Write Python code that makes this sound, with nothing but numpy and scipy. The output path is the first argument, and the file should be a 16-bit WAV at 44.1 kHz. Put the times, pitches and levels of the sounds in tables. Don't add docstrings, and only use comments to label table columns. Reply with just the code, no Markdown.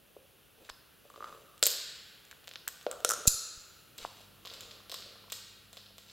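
import sys
import numpy as np
from scipy import signal
from scipy.fft import rfft, irfft
from scipy.io import wavfile
from scipy.ndimage import uniform_filter1d

SR = 44100
rng = np.random.default_rng(int(sys.argv[2]) if len(sys.argv) > 2 else 0)


def wav_out(sig):
    wavfile.write(sys.argv[1], SR, np.round(np.clip(np.atleast_2d(sig).T, -1, 1) * 32767).astype(np.int16))


def field_ratio(decibels):
    return 10 ** (np.asarray(decibels, dtype=float) / 20)


N = 269872

# (time [s], rim ring level [dB], clack level [dB])
KNOCKS = [
    (3.048, -11.5, -14.5),
    (3.0913, -16, -53),
    (3.1015, -20.5, -42.5),
    (3.108, -18, -25),
    (3.1174, -19, -32),
    (3.136, -25, -53),
]


def ring(hz, t60_s, phase, size):
    t = np.arange(size)[:, None] / SR
    return np.sin(2 * np.pi * hz * t + phase) * np.exp(-np.log(1000) * t / t60_s)


def add(track, time_s, sound):
    i = int(time_s * SR)
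    track[..., i:i + sound.shape[-1]] += sound[..., :N - i]


def colour(x, table, column=1):
    rows = np.array(table)
    hz = np.maximum(np.arange(len(x) // 2 + 1) * SR / len(x), 1)
    gain_db = np.interp(np.log(hz), np.log(rows[:, 0]), rows[:, column])
    return irfft(rfft(x) * field_ratio(gain_db), len(x))


def stereo(mid, side):
    return np.array([mid + side, mid - side])


def high_pass(x, order, hz):
    return signal.sosfilt(signal.butter(order, hz, "high", fs=SR, output="sos"), x)


def walk(rate_hz):
    hold = int(SR / rate_hz)
    steps = np.repeat(rng.standard_normal(N // hold + 1), hold)
    return 1.3 * uniform_filter1d(uniform_filter1d(steps, hold), hold)[:N]


def strike(hz, t60_s, db):
    t = np.arange(2048) / SR
    onset = 1 - np.exp(-(t * np.mean(hz) / 0.415) ** 2)
    sound = ring(hz, t60_s, 0, size=2048).sum(axis=1) * onset
    return sound * field_ratio(db) / np.abs(sound).max()


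def body(force, modes):
    hz, db, t60_s = np.transpose(modes)
    response = ring(hz, t60_s, np.pi * np.arange(len(hz)), size=8192) @ field_ratio(db)
    return signal.fftconvolve(force, response)[:N]


def hiss_and_hum():
    # (frequency [Hz], density [dB per Hz])
    hiss_spectrum = [(20, -27), (45, -0.5), (150, 0.5), (260, -5.5), (480, -3), (700, -8), (1000, -11),
                     (1370, -7.5), (2150, -12.5), (2800, -5.5), (4500, -14), (7700, -19), (11000, -11.5),
                     (15000, -13)]
    # (frequency [Hz], side minus mid [dB])
    hiss_width = [(60, -12.5), (110, -9), (200, -2), (380, -0.5), (700, -2), (1290, -9), (2380, -19.5),
                  (4400, -30), (8120, -5), (15000, -44.5)]
    # (time [s], level [dB])
    hiss_level = [
        (0, -63),
        (1.5, -61.5),
        (3.9, -60.5),
        (4.1, -60.5),
        (6.12, -63),
    ]
    # (frequency [Hz], level [dB])
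    hum_lines = [
        (50, -77.5),
        (100.5, -70.5),
        (199.5, -73.5),
        (1373, -78),
    ]
    t = np.arange(N) / SR
    mid, side = (colour(rng.standard_normal(N), hiss_spectrum) for _ in range(2))
    hiss = stereo(mid, colour(side, hiss_width)) / mid.std()
    hiss = hiss * field_ratio(np.interp(t, *np.transpose(hiss_level)))
    hum = np.zeros(N)
    for hz, db in hum_lines:
        level = np.sqrt(2) * field_ratio(db + 0.5 * walk(8.2))
        hum += level * np.sin(2 * np.pi * hz * t + 0.2 * walk(2.83))
    hum_start_s, hum_rise_s = 3.98, 0.017
    return hiss + hum * np.clip((t - hum_start_s) / hum_rise_s, 0, 1)


def jolts():
    # (time [s], left level [dB], right level [dB], length [ms])
    dips = [
        (3.2780, -26, -13.5, 1.15),
        (3.346, -42, -52, 1.6),
        (3.577, -45, -54, 1.6),
        (1.632, -46, -46, 2.),
        (.71, -53, -55, 3.),
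        (4.03, -52, -52, 6.),
    ]
    out, t = np.zeros((2, N)), np.arange(-1024, 1024) / SR
    for time_s, left_db, right_db, ms in dips:
        add(out, time_s + t[0], -field_ratio([[left_db], [right_db]]) * np.exp(-.5 * (t * 1000 / ms) ** 2))
    return high_pass(out, 1, 7.)


def room(send):
    # (frequency [Hz], t60 [s], side minus mid [dB], level [dB])
    decay = [(300, 1, -6.5, -5.5), (830, 0.71, -14, 0), (1620, 1.95, -18.5, -6), (1970, 2, -21, -13),
             (3030, 1.64, -20, -9), (4430, 1.03, -19, -0.5), (5610, 0.91, -23, -2.5),
             (8000, 0.75, -15.5, -11), (12200, 0.43, -38, 0.5), (16000, 0.53, -30, -29)]
    rows, t = np.array(decay), np.arange(SR) / SR
    tail = np.zeros((2, SR))
    for hz in 250 * 2 ** np.arange(0, 6.1, 1 / 3):
        t60_s, side_db, db = (np.interp(np.log(hz), np.log(rows[:, 0]), rows[:, k]) for k in (1, 2, 3))
        band = signal.butter(2, [hz / 2 ** (1 / 6), hz * 2 ** (1 / 6)], "band", fs=SR, output="sos")
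        noise = signal.sosfilt(band, rng.standard_normal((2, SR)))
        mid, side = noise * np.exp(-np.log(1000) * t / t60_s)
        tail += stereo(mid, side * field_ratio(side_db)) * field_ratio(db)
    tail *= field_ratio(-26) * (1 - np.exp(-(t / 0.0014) ** 2))
    echo_s, echo_db, echo_hz = 0.0034, -13, [2850, 5160]
    smear = rng.standard_normal(400) * np.exp(-np.arange(400) / 70)
    echo_band = signal.butter(2, echo_hz, "band", fs=SR, output="sos")
    add(tail, echo_s, field_ratio(echo_db) * signal.sosfilt(echo_band, smear))
    return signal.fftconvolve(send[None], tail, axes=1)[:, :N]


def slips(hz, t60_s, size):
    slip_now = rng.random(size) < 2000 / SR
    force = slip_now * rng.standard_normal(size) * field_ratio(1.5 * rng.exponential(size=size))
    sound = signal.fftconvolve(force, ring(np.array(hz), t60_s, 0, size=2048).sum(axis=1))[:size]
    return sound / sound.std()


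def pressure(strokes):
    rise_share, fade_db = 0.46, 14.5
    t, gain = np.arange(N) / SR, 0
    for time_s, length_s, db in strokes:
        away = np.maximum((time_s - t) / rise_share, (t - time_s) / (1 - rise_share)) / length_s
        gain = gain + field_ratio(db - fade_db * away ** 1.23)
    return gain


def drag():
    # (loudest time [s], length [s], level [dB])
    coin_scrapes = [(.66, 0.13, -62), (1.284, 0.49, -61.5), (3.12, .1, -68), (4.038, 0.13, -52),
                    (4.181, .2, -59.5), (4.539, 0.24, -56.5), (4.712, 0.26, -61.5), (5.019, 0.21, -72),
                    (5.78, .15, -63.5), (6.12, 0.22, -59.5)]
    board_rubs = [(.62, 0.12, -62), (1.3, 0.42, -59.5), (3.19, 0.1, -52), (4.0, 0.12, -62.5),
                  (4.62, 0.56, -61), (5.07, 0.21, -59.5), (5.27, 0.21, -68)]
    hollow_rubs = [(1.28, 0.15, -51.5), (3.17, 0.15, -51), (2.95, .2, -55), (4.03, 0.1, -57.5),
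                   (4.68, 0.55, -65.5), (4.97, .15, -68), (5.17, 0.25, -69)]
    # (time [s], frequency [Hz], level [dB], t60 [s])
    nail_ping = (.71, 5080, -60, .3)
    out = slips([2980, 3610, 4010, 4740, 6110, 7240], .005, N) * pressure(coin_scrapes)
    out += slips([470, 530, 600], .04, N) * pressure(board_rubs)
    out += slips([1221, 1.1 * 1221], .05, N) * pressure(hollow_rubs)
    time_s, hz, db, t60_s = nail_ping
    pair_hz = hz * np.array([.997, 1.003])
    add(out, time_s, ring(pair_hz, t60_s, 0, size=8192).sum(axis=1) * field_ratio(db))
    return out


def thuds(table, pitch_hz):
    out = np.zeros(N)
    spots_hz = np.array(pitch_hz) * (1 + 0.047 * rng.uniform(-0.91, 1, (len(table), 2)))
    for (time_s, board_db, hollow_db), (board_hz, hollow_hz) in zip(table, spots_hz):
        board_t60_s = 0.036 / (1 + ((board_hz - 520) / 250) ** 2)
        hollow_t60_s = 0.029 / (1 + ((hollow_hz - 1270) / 170) ** 2)
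        add(out, time_s, strike(board_hz * np.array([.91, 1.09]), board_t60_s, board_db))
        add(out, time_s, strike(np.array([hollow_hz]), hollow_t60_s, hollow_db))
    return high_pass(out, 2, 280.)


def wooden_thuds():
    # (time [s], board level [dB], hollow level [dB])
    handling = [(.1653, -38.5, -57), (1.0523, -47, -69), (1.1011, -51.5, -43.5), (1.1408, -52.5, -46),
                (1.16, -49, -42.5), (1.1765, -42, -55), (1.2054, -44, -35.5), (1.2254, -49, -34),
                (1.2421, -46, -31.5), (1.3255, -46.5, -45), (1.348, -55.5, -44), (1.3745, -49, -49),
                (1.4185, -49, -64), (1.5434, -68, -54)]
    on_floor = [(.691, -48, -34.5), (0.6983, -57, -37), (2.3139, -59, -41.5), (2.3274, -57, -41),
                (2.4355, -57, -50.5), (2.4785, -46.5, -46), (2.5119, -50.5, -51.5), (2.559, -56.5, -40.5),
                (2.676, -44.5, -28.5), (2.686, -54, -36)]
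    on_bank = [(1.6275, -23.5, -27), (1.6663, -32, -55.5), (2.8654, -18.5, -34.5), (2.912, -36.5, -39),
               (2.929, -39, -40), (3.004, -44, -44.5), (3.0476, -20.5, -21), (3.0905, -32, -34.5),
               (3.1009, -36.5, -24.5), (3.1086, -40, -24), (3.1175, -32, -23.5), (3.136, -37.5, -30),
               (3.2545, -31, -36.5)]
    paws = [(4.2055, -49, -63), (4.4505, -48, -44), (4.4663, -49, -42.5), (4.5135, -44.5, -48),
            (4.802, -62, -50), (4.8967, -44.5, -51), (4.9231, -41, -40), (4.9423, -44, -39),
            (5.1545, -49.5, -53), (5.241, -62, -49), (5.2813, -55, -49), (5.3202, -41.5, -42.5),
            (5.7293, -51, -55), (5.77, -47.5, -47), (5.9065, -53, -72), (5.9815, -51, -50)]
    close_by = [
        (0.698, -47, -36.5),
        (4.0495, -27, -27),
    ]
    # (board pitch [Hz], hollow pitch [Hz])
    pitches = [
        (494, 1190),
        (590, 1640),
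        (533, 1358),
        (581, 1090),
        (780, 1040),
    ]
    *wooden, close = (thuds(*pair) for pair in zip((handling, on_floor, on_bank, paws, close_by), pitches))
    return sum(wooden), close


def shell():
    # (frequency [Hz], level [dB], t60 [s])
    wall_modes = [(5290, -7.5, .012), (5880, -2, .008), (6860, -0.5, 0.0083), (7500, -8.5, .008),
                  (8270, -3.5, 0.0089), (9500, -5.5, .01), (10500, -7, .012), (11600, -11, 0.0085),
                  (13020, -10.5, 0.0061), (15000, -8, 0.0045)]
    force = np.zeros(N)
    for time_s, db, *_ in KNOCKS:
        force[int(time_s * SR)] = field_ratio(db - 4)
    return body(force, wall_modes)


def slot():
    # (time [s], peak level [dB], length [ms])
    chatter = [
        (3.2713, -16, .9),
        (3.2755, -6, 1.4),
        (3.2780, -13, 1.2),
        (3.2805, -7, 1.5),
        (3.2864, -17, .4),
    ]
    # (frequency [Hz], level [dB], t60 [s])
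    coin_modes = [(2580, -26, .025), (4430, -5.5, .002), (5250, -9.5, 0.0042), (6300, -1.5, 0.0049),
                  (6870, 6.5, 0.0038), (7430, 6.5, 0.0023), (8300, -8, .002), (9180, -9, 0.0024),
                  (9790, -0.5, 0.0027), (11200, -6, .002), (13100, -5.5, .002), (14200, -14, 0.0016),
                  (14550, -7.5, .002)]
    force, t = np.zeros(N), np.arange(-220, 220) / SR
    for time_s, db, ms in chatter:
        burst = np.exp(-(t * 1000 / ms) ** 2) * rng.standard_normal(len(t))
        add(force, time_s + t[0], field_ratio(db - 15.5) * burst)
    clink = body(force, coin_modes) + field_ratio(-15) * np.diff(force, prepend=0)
    return high_pass(clink, 2, 1900.)


def taps(table, clack_hz, crack_db, wet_db):
    # (frequency [Hz, or share of clack_hz], spread [share], t60 [s], room send [dB])
    parts = [
        (7510, 0.096, 0.0023, -11.5),
        (1.005, 0.15, 0.00091, -10),
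        (13570, 0.07, 0.00095, -13),
    ]
    direct, send = np.zeros(N), np.zeros(N)
    chances = rng.uniform(-1, 1, (len(table), len(parts), 1))
    for (time_s, ring_db, clack_db, *edge_db), chance in zip(table, chances):
        levels_db = ring_db, clack_db, ring_db + crack_db + sum(edge_db)
        for (hz, spread, t60_s, send_db), db, c, unit in zip(parts, levels_db, chance, (1, clack_hz, 1)):
            sound = strike(hz * unit * (1 + spread * c), t60_s, db + 3.5)
            add(direct, time_s - .0002, sound)
            add(send, time_s, sound * field_ratio(send_db + wet_db))
    return np.array([direct, send])


def coin_ticks():
    # (time [s], rim ring level [dB], clack level [dB], some hits only: crack above usual [dB])
    fingers = [(.6506, -64, -49), (.6947, -52, -36.5), (0.697, -36, -41.5), (0.7, -55, -31.5),
               (1.101, -48.5, -51), (1.1385, -53.5, -55), (1.1604, -63, -45), (1.2249, -57.5, -49),
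               (1.2436, -48, -40.5), (1.5793, -45.5, -46.5), (1.5938, -49, -64)]
    drop_bounces = [
        (1.628, -6.5, -5.5, -1.5),
        (1.6375, -7, -33, -6),
        (1.6573, -11.5, -20.5, -4),
        (1.6668, -9, -13, 7.5),
        (1.6725, -16.5, -23, 9),
        (1.7043, -39, -23, 15),
        (1.716, -30, -40, 8),
    ]
    nudges = [(2.252, -48, -53), (2.2864, -57, -58.5), (2.313, -41, -38), (2.3185, -52.5, -44),
              (2.4428, -51, -45.5), (2.4744, -39.5, -36.5), (2.4795, -42, -33), (2.4913, -40, -39.5),
              (2.5134, -55, -35.5), (2.5374, -44, -38.5), (2.5577, -54.5, -28), (2.6794, -20, -26, 5),
              (2.6871, -28, -37), (2.8126, -48.5, -41.5), (2.8288, -44, -56), (2.866, -51, -31),
              (2.9139, -23, -31, -5), (2.9276, -40, -44), (3.0047, -43, -43.5), (3.2191, -44, -56, -8)]
    pile = [(3.9809, -31.5, -40), (3.984, -35, -31), (3.9858, -44.5, -35), (4.0459, -51, -44),
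            (4.2067, -50, -44.5), (4.4514, -49.5, -34), (4.4574, -37, -34), (4.4726, -39, -30.5),
            (4.5008, -57, -35), (4.5125, -52, -43), (4.5386, -36, -32), (4.608, -31, -32.5),
            (4.633, -60, -40), (4.7113, -52, -35.5), (4.8969, -34, -30.5), (4.917, -29.5, -25.5),
            (4.9238, -36.5, -36.5), (4.9429, -26.5, -26), (5.0065, -40, -58), (5.0227, -59, -34),
            (5.301, -39, -34.5), (5.3216, -23, -30), (5.3248, -23.5, -24.5), (5.3269, -50, -35),
            (5.7305, -36.5, -39), (5.7709, -42, -33), (5.8612, -60, -42), (5.9823, -37, -37),
            (6.0835, -56, -45), (6.0983, -63, -40)]
    # (clack pitch [Hz], crack above rim ring [dB], extra room send [dB])
    tick_colours = [
        (3500, -6, -4),
        (4550, -3.5, 2.5),
        (3115, -2.5, 0.3),
        (3610, -8, -.6),
        (3720, -1.5, 6),
    ]
    actions = fingers, drop_bounces, nudges, KNOCKS, pile
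    *close, far = (taps(table, *settings) for table, settings in zip(actions, tick_colours))
    return sum(close), far


def scene():
    (near, near_send), (far, far_send) = coin_ticks()
    low, close = wooden_thuds()
    wall, coin, rub = shell(), slot(), drag()
    send = near_send + far_send
    send = send + (low + close * field_ratio(-5.5)) * field_ratio(-14)
    send = send + wall * field_ratio(-12) + coin * field_ratio(-9.5) + rub * field_ratio(-20.5)
    direct = near + far * field_ratio(-3) + low + close + wall + coin + rub
    side = field_ratio(-18) * np.gradient(direct) + field_ratio(-23) * np.roll(low, 22)
    return stereo(direct, side) + room(send) + jolts() + hiss_and_hum()


def top_cut(x):
    return signal.sosfilt(signal.butter(12, 17140, fs=SR, output="sos"), x)


def record(dry):
    # (frequency [Hz], gain [dB])
    port = [(7500, 0), (8700, -2), (10500, 0), (15850, -1), (15950, -32), (17000, -36), (17200, -70)]
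    rounded = 0.74 * np.tanh(dry / 0.72)
    heard = np.array([colour(channel, port) for channel in rounded])
    return top_cut(heard)


dry = scene()
out = record(dry)
wav_out(out)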